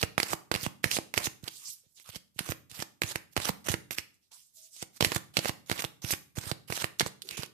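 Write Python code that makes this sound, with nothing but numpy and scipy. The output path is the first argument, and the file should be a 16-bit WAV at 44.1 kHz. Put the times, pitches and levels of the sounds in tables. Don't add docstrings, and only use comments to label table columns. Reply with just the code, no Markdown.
import sys
import numpy as np
from scipy import signal
from scipy.fft import rfft, irfft, next_fast_len
from scipy.io import wavfile
from scipy.ndimage import uniform_filter1d, map_coordinates

SR = 44100
rng = np.random.default_rng(int(sys.argv[2]) if len(sys.argv) > 2 else 0)


def int16_out(signal):
    q = np.round(np.clip(np.atleast_2d(signal).T, -1, 1) * 32767)
    wavfile.write(sys.argv[1], SR, q.astype(np.int16))


N = 332073


def amp(db):
    return 10 ** (np.asarray(db) / 20)


def unit(x):
    return x / np.sqrt(np.mean(x ** 2) + 1e-20)


def along(points, hz):
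    f, v = np.transpose(points)
    return np.interp(np.log(hz + 1), np.log(f + 1), v)


def filtered(x, response):
    m = next_fast_len(N + SR // 2)
    return irfft(rfft(x, m) * response(np.fft.rfftfreq(m, 1 / SR)), m)[..., :N]


def resonance(f, hz, width):
    return 1j * f * width / (hz * hz - f * f + 1j * f * width)


def placed(times, rows):
    at = np.round(times * SR).astype(int)[:, None] + np.arange(rows.shape[1])
    return np.bincount(at.ravel(), rows.ravel(), N + SR)[:N]


# [f/Hz, density/dB per Hz]
HISS_SPECTRUM = [(40, 10.5), (120, 3.5), (310, -10.5), (450, -15.5), (3000, -25.5), (14000, -16)]
HISS_RMS_DB = -74


def quiet():
    noise = rng.standard_normal((2, N))
    return amp(HISS_RMS_DB) * unit(filtered(noise, lambda f: amp(along(HISS_SPECTRUM, f))))


# [f/Hz, t60/s]
ROOM_T60 = [(80, 1), (560, 0.36), (3000, 0.36), (12000, 0.34)]


def room(x):
    hz, t, z = signal.stft(rng.standard_normal((2, SR // 2)), SR, nperseg=256)
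    decay = amp(-60 * t / along(ROOM_T60, hz)[:, None])
    tail = signal.istft(z * decay, SR, nperseg=256)[1]
    tail /= np.linalg.norm(tail[0])
    delayed = np.pad(x, (200, 0))
    return signal.fftconvolve(delayed[None], tail, axes=1)[:, :N]


BOOM_HZ, BOOM_WIDTH_HZ, BOOM_DB = 325, 9, -4.5


def boom(far):
    return amp(BOOM_DB) * filtered(far, lambda f: resonance(f, BOOM_HZ, BOOM_WIDTH_HZ))


# [t/s, length/s, f/Hz, width/Hz, start level/dB]
HUMS = [(1.618, 0.088, 1118, 338, -62.5), (1.838, 0.026, 520, 100, -70.5), (2.054, .04, 1226, 400, -57),
        (4.314, 0.058, 1000, 495, -60.5), (4.565, .145, 636, 30, -72.5), (7.238, 0.28, 381, 118, -55),
        (7.304, 0.15, 2550, 910, -43.5)]
HUM_FADE_DB = 5


def hums():
    out, t = np.zeros((2, N)), np.arange(N) / SR
    for s, length, hz, width, db in HUMS:
        tone = unit(filtered(rng.standard_normal((2, N)), lambda f: resonance(f, hz, width) ** 2))
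        fade = amp(db - HUM_FADE_DB * (t - s) / length)
        gate = uniform_filter1d(((t > s) & (t < s + length)) * fade, size=400)
        out += gate * tone
    return out


# [t/s, swell length/s, end-of-swell level/dB]
PUSHES = [(0, 0.018, -26), (0.242, .095, -25.5), (0.553, .108, -30), (0.831, 0.028, -27.5),
          (1.157, 0.032, -22), (1.2, 0.067, -23.5), (1.427, 0.074, -35.5), (2.042, .063, -41),
          (2.116, 0.051, -35), (2.345, .03, -50.5), (2.38, .14, -32), (2.697, .132, -34),
          (3.039, .084, -29.5), (3.314, 0.023, -47.5), (3.365, 0.13, -27), (3.643, 0.033, -30.5),
          (3.684, .045, -26.5), (4.931, 0.047, -45.5), (5.109, 0.058, -25), (5.337, 0.027, -35.5),
          (5.395, .1, -28), (5.66, 0.04, -39.5), (5.713, 0.096, -30.5), (6.019, 0.122, -26.5),
          (6.354, 0.0346, -30.5), (6.393, 0.111, -30.5), (6.676, 0.096, -29), (6.731, 0.0937, -27.5),
          (7.032, .051, -37), (7.216, 0.068, -45)]
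# [t/s, length/s, start level/dB]
GLIDES = [(.859, 0.043, -32.5), (3.448, 0.036, -25), (3.685, 0.062, -24), (3.91, 0.044, -29),
          (5.057, 0.13, -35.5), (7.37, 0.097, -34.5)]
SWELL_DB, FADE_DB = 15, 13.5
SWELL_LATE = 1.27
SCUFF_S, SCUFF_DB = 0.026, -16.5
CREEP_S, CREEP_DB = 0.022, -16.5
FRESH_S = .14
SETTLE_S, SETTLE_DB = 0.019, -9


def strokes():
    glides = GLIDES + [(s, SCUFF_S, db + SCUFF_DB) for s, db, *_ in SNAPS]
    glides += [(s + n, SETTLE_S, db + SETTLE_DB) for s, n, db in PUSHES]
    creeps = [(s - CREEP_S, CREEP_S, db + CREEP_DB)
              for (s, db, *_), (last, *_) in zip(SNAPS[1:], SNAPS) if s - last < FRESH_S]
    swelling = [(s, n, db - SWELL_DB, db, SWELL_LATE) for s, n, db in PUSHES + creeps]
    return swelling + [(s, n, db, db - FADE_DB, 1) for s, n, db in glides]


# [t/s, length/s, level/dB, brightness/dB per octave]
RUSHES = [(0.63, 0.0058, -25, -1.5), (0.911, 0.069, -22, -6), (6.108, 0.017, -20.5, -2),
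          (7.067, 0.0063, -30, -6), (7.313, 0.049, -37.5, -8.5)]
# [t/s, level/dB, brightness/dB per octave]
SQUARING = [
    [(1.49, -46, -7), (1.53, -42, 1), (1.655, -40, -1.5), (1.68, -35, 2), (1.738, -36.5, 6.5),
     (1.76, -50.5, 3), (1.87, -67, -6.5), (1.94, -60, 10.5), (1.98, -46.5, -4.5), (2.018, -48, -3),
     (2.036, -53.5, 11)],
    [(4.13, -74, 1), (4.15, -60, 0), (4.2, -82.5, -5), (4.23, -63, -1.5), (4.305, -77, -5),
     (4.316, -49, -6), (4.34, -45, -1), (4.526, -64, 2.5), (4.558, -47.5, 4.5), (4.66, -47, 0),
     (4.704, -58, 2.5), (4.734, -44.5, 1), (4.808, -41, -2), (4.83, -29, -3.5)],
]
GENTLE = 0.14
FIRM_DB, LIGHT_DB = -39, -52
FIRM_TILT_DB, LIGHT_TILT_DB = -3.5, -0.5


def contact():
    level, tilt = np.full(N, -150.), np.zeros(N)
    for s, length, start_db, end_db, late in strokes():
        span = slice(round(s * SR), min(round((s + length) * SR), N))
        ramp = np.linspace(0, 1, span.stop - span.start) ** late
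        now_db = start_db + (end_db - start_db) * ramp
        bright = np.interp(max(start_db, end_db), [LIGHT_DB, FIRM_DB], [LIGHT_TILT_DB, FIRM_TILT_DB])
        tilt[span] = np.where(now_db > level[span], bright, tilt[span])
        level[span] = np.maximum(now_db, level[span])
    touch, held = np.ones((2, N))
    for s, length, db, bright in RUSHES:
        span = slice(round(s * SR), round((s + length) * SR))
        level[span], tilt[span], held[span] = db, bright, GENTLE
    for s, db, bright in map(np.transpose, SQUARING):
        at = np.arange(round(s[0] * SR), round(s[-1] * SR))
        level[at] = np.interp(at / SR, s, db)
        tilt[at] = np.interp(at / SR, s, bright)
        touch[at] = GENTLE
    return level, tilt, touch, held


# [f/Hz, density/dB per Hz]
RUB_SPECTRUM = [(60, -6.5), (300, -17.5), (1200, -7), (2400, -3.5), (5000, -1), (9000, 0), (14000, 1)]
EDGE_HZ = 14300


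def slide(grit_db, patchy_db):
    level, tilt, touch, held = contact()
    firm = touch * held * np.clip((level + 76) / 30, 0, 1)
    knots = rng.standard_normal((2, N // 64 + 2))
    fast_catches = 2.4 * knots[0].repeat(64)[:N]
    slow_catches = 1.5 * map_coordinates(knots[1], [np.arange(N) / 300])
    grit = amp(grit_db * rng.exponential(size=N)) * rng.standard_normal((2, N))
    rub = filtered(amp(firm * (fast_catches + slow_catches)) * grit, lambda f: amp(along(RUB_SPECTRUM, f)))

    hz, t, z = signal.stft(rub / np.std(rub), SR, nperseg=128)
    f = hz[:, None]

    def frames(control):
        return np.interp(t * SR, np.arange(N), control)

    colour = amp(frames(tilt) * np.log2((f + 300) / 5000))
    band = (hz > 1500) & (hz < EDGE_HZ)
    z *= colour / np.sqrt(np.mean(colour[band] ** 2, axis=0))
    z *= amp(-16 * (1 - frames(firm)) / (1 + (f / 2600) ** 4))
    z *= amp(-10 * (1 - frames(touch)) / (1 + (10500 / (f + 1)) ** 6))
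    patches = uniform_filter1d(rng.standard_normal(z.shape[1:]), size=4, axis=0)
    patches = uniform_filter1d(patches, size=24, axis=1)
    z *= amp(patchy_db * unit(patches))
    hiss = signal.istft(z, SR, nperseg=128)[1][:, :N]
    return uniform_filter1d(amp(level), size=160) * hiss


# [t/s, peak level/dB]
PUFFS = [(0.032, -23), (0.337, -33), (0.513, -38), (0.554, -28.5), (0.631, -34), (0.667, -26.5),
         (0.857, -26.5), (1.171, -29.5), (1.272, -28.5), (1.434, -36), (1.69, -60), (1.865, -62),
         (2.091, -43), (2.161, -39.5), (2.361, -47.5), (2.406, -33), (2.495, -25.5), (2.72, -47),
         (2.792, -36.5), (3.039, -28), (3.155, -37.5), (3.376, -24.5), (3.495, -24), (3.698, -23),
         (3.74, -28.5), (3.986, -39.5), (4.824, -48.5), (5.024, -24), (5.064, -28), (5.161, -25),
         (5.383, -26), (5.493, -32), (5.713, -29), (5.847, -35), (6.043, -27), (6.128, -28.5), (6.379, -25),
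         (6.468, -33.5), (6.516, -25), (6.699, -31.5), (6.839, -31), (7.026, -29.5), (7.06, -35.5),
         (7.391, -30.5)]


def puffs():
    s, db = (c[:, None] for c in np.transpose(PUFFS))
    hz = 112 * amp(1.6 * rng.standard_normal(s.shape))
    t = np.arange(SR // 8) / SR
    envelope = np.exp(-hz * t / 0.5) * (1 - np.exp(-t / 0.00032))
    gain = -amp(db + 13.0)
    return placed(s[:, 0], gain * np.sin(2 * np.pi * hz * t) * envelope)


# [t/s, peak level/dB, low knock re peak/dB, strongest bending f/Hz]
SNAPS = [(0.0291, -13.5, -19.5, 2480), (0.0355, -22.5, -9.5, 1220), (0.18, -19.5, -5, 1730),
         (0.201, -12.5, -24, 2120), (0.231, -15.5, -17, 4770), (0.3328, -29.5, -1.5, 1090),
         (0.5154, -21, -6.5, 2540), (0.541, -21, -16, 4650), (0.551, -17.5, -19.5, 1750),
         (0.5607, -21.5, -17, 2690), (0.6642, -23.5, -10.5, 1110), (0.842, -10.5, -19.5, 1890),
         (0.9142, -16.5, -34.5, 2580), (0.9682, -22, -12, 2410), (0.9871, -29.5, -5, 1800),
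         (1.1401, -19, -18, 2030), (1.1771, -11, -21, 2020), (1.2702, -32, -3, 1660),
         (1.441, -39, -29.5, 4370), (1.4779, -27.5, -21.5, 3420), (1.481, -25.5, -31, 3530),
         (1.999, -46, -29.5, 2020), (2.0908, -39, -12, 1190), (2.158, -30.5, -31, 5240),
         (2.391, -15.5, -33, 1570), (2.4899, -37, -2, 2600), (2.5204, -26, -10, 2420),
         (2.7144, -34, -34, 2690), (2.8022, -26.5, -21.5, 2580), (2.824, -24.5, -13.5, 4970),
         (3.019, -12, -21, 1730), (3.035, -18.5, -28, 2390), (3.1579, -18.5, -17.5, 1810),
         (3.3658, -17, -11, 2420), (3.3764, -21, -13.5, 2430), (3.4012, -29.5, -11, 1700),
         (3.492, -17.5, -14, 1170), (3.686, -21, -12.5, 1680), (3.7409, -31.5, 1.5, 1800),
         (3.9084, -23.5, -21.5, 2080), (3.9845, -17, -31, 2210), (4.3178, -51, -34, 1210),
         (4.7645, -44.5, -22.5, 4310), (4.8266, -27.5, -11.5, 5440), (5.008, -10, -19, 2750),
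         (5.0254, -12.5, -15.5, 3570), (5.0476, -6.5, -27, 1830), (5.1191, -23, -8.5, 1680),
         (5.1621, -30, -3, 1250), (5.3695, -9, -23.5, 2860), (5.3906, -20.5, -14, 4460),
         (5.4474, -28, -8, 2510), (5.457, -25.5, -5, 1770), (5.4941, -27, -6.5, 2630),
         (5.698, -22.5, -14, 2630), (5.7151, -15, -19.5, 1690), (5.7262, -27, -15, 4600),
         (5.7929, -24, -16, 2120), (5.8219, -20, -23.5, 2710), (5.8418, -22.5, -13.5, 2700),
         (5.848, -20.5, -21, 3700), (6.0476, -27, -29, 2480), (6.107, -23.5, -20, 2030),
         (6.1364, -22.5, -12.5, 2240), (6.3715, -33.5, -13.5, 1620), (6.5149, -21.5, -14.5, 4400),
         (6.7022, -31, -9, 1680), (6.7239, -21, -16, 2100), (6.7758, -25.5, -16.5, 1670),
         (6.843, -15, -15.5, 1860), (6.9972, -10.5, -47, 5570), (7.008, -20.5, -4, 1850),
         (7.014, -16.5, -31, 1930), (7.0629, -27.5, -11.5, 4670), (7.22, -30.5, -43, 4200),
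         (7.2895, -26.5, -42, 4640), (7.3102, -24.5, -46, 2420), (7.3786, -32, -13, 2630),
         (7.4331, -27, -15.5, 4580)]
# [f/Hz, width/Hz, level/dB]
BENDING_MODES = [(2010, 800, -4.5), (2836, 660, 3.5), (4530, 1300, 2.5)]
FAVOUR_DB = 5
LEAD_S, PUSH_S = .002, .00005
RATTLE_T60_S, RATTLE_SCATTER_DB = 0.024, 2
FIZZ_DB, FIZZ_GROWS = -12, 0.65
TWANG_DB, TWANG_T60_S = -3.5, .007


def snaps():
    s, db, knock_db, hz = (c[:, None] for c in np.transpose(SNAPS))
    t60 = RATTLE_T60_S * amp(RATTLE_SCATTER_DB * rng.standard_normal(s.shape))
    t = np.arange(SR // 16) / SR - LEAD_S
    before, after = np.minimum(t, 0), np.maximum(t, 0)
    push = -4.5 * (after / PUSH_S) * np.exp(1 - after / PUSH_S)
    fade = amp(-60 * after / t60 + 60 * before / 0.0033)
    lumps = amp(2.16 * rng.standard_normal((len(s), len(t) // 24 + 1)))
    lumps = lumps.repeat(24, axis=1)[:, :len(t)]
    rattle = fade * lumps * rng.standard_normal((2, 3) + fade.shape)
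    at = s[:, 0] - LEAD_S

    bend = 0
    for k, (mode_hz, width, mode_db) in enumerate(BENDING_MODES):
        gain = amp(db + mode_db - FAVOUR_DB * np.abs(np.log2(mode_hz / hz)))
        drive = [placed(at, gain * (push + r[0])) for r in rattle]
        bend = bend + (-1) ** k * filtered(drive, lambda f: resonance(f, mode_hz, width))

    knock_gain = amp(db + knock_db + 15.0)
    drive = [placed(at, knock_gain * (push + 1.66 * r[1])) for r in rattle]
    knock = filtered(drive, lambda f: resonance(f, 220, 1100))

    fizz_gain = amp(FIZZ_DB + FIZZ_GROWS * db)
    drive = [placed(at, fizz_gain * (0.5 * push + r[2] * fade ** 0.4)) for r in rattle]
    fizz = filtered(drive, lambda f: resonance(f, 9300, 16000) ** 2)

    ring = -amp(db + TWANG_DB - 60 * after / TWANG_T60_S) * np.sin(2 * np.pi * hz * after)
    return bend + knock + fizz + placed(at, ring)


# [f/Hz, level/dB]
LEFT_SHADE = [(60, -25), (250, -13), (2400, -11.5), (5000, -5.5), (8000, -3.5), (14000, -36)]
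# [f/Hz, coherence 0-1]
LIKENESS = [(100, 0.75), (600, .93), (2500, 0.073), (14000, 0.014)]
LEFT_LAG_S = 16 / SR


def ports(pair):
    def left_path(f):
        same = np.clip(along(LIKENESS, f), 0, 1)
        path = amp(along(LEFT_SHADE, f)) * np.exp(-2j * np.pi * f * LEFT_LAG_S)
        return path * [same, np.sqrt(1 - same ** 2)]

    left = filtered(pair, left_path).sum(axis=0)
    return np.array([left, pair[0]])


def scene():
    cards = snaps() + puffs() + hums() + slide(grit_db=2.3, patchy_db=3)
    far = filtered(cards[0], lambda f: 1j * f / (220 + 1j * f))
    walls = amp([[-17], [-16]]) * room(far)
    return ports(cards) + walls + boom(far) + quiet()


TOP_HZ = 15400


def record(dry):
    def response(f):
        bass = (1j * f / (50 + 1j * f)) ** 5
        shoulder = amp(-np.clip((f - EDGE_HZ) / 16, 0, 45))
        return bass * shoulder * (f < TOP_HZ)

    return filtered(dry, response)


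dry = scene()
out = record(dry)
int16_out(out)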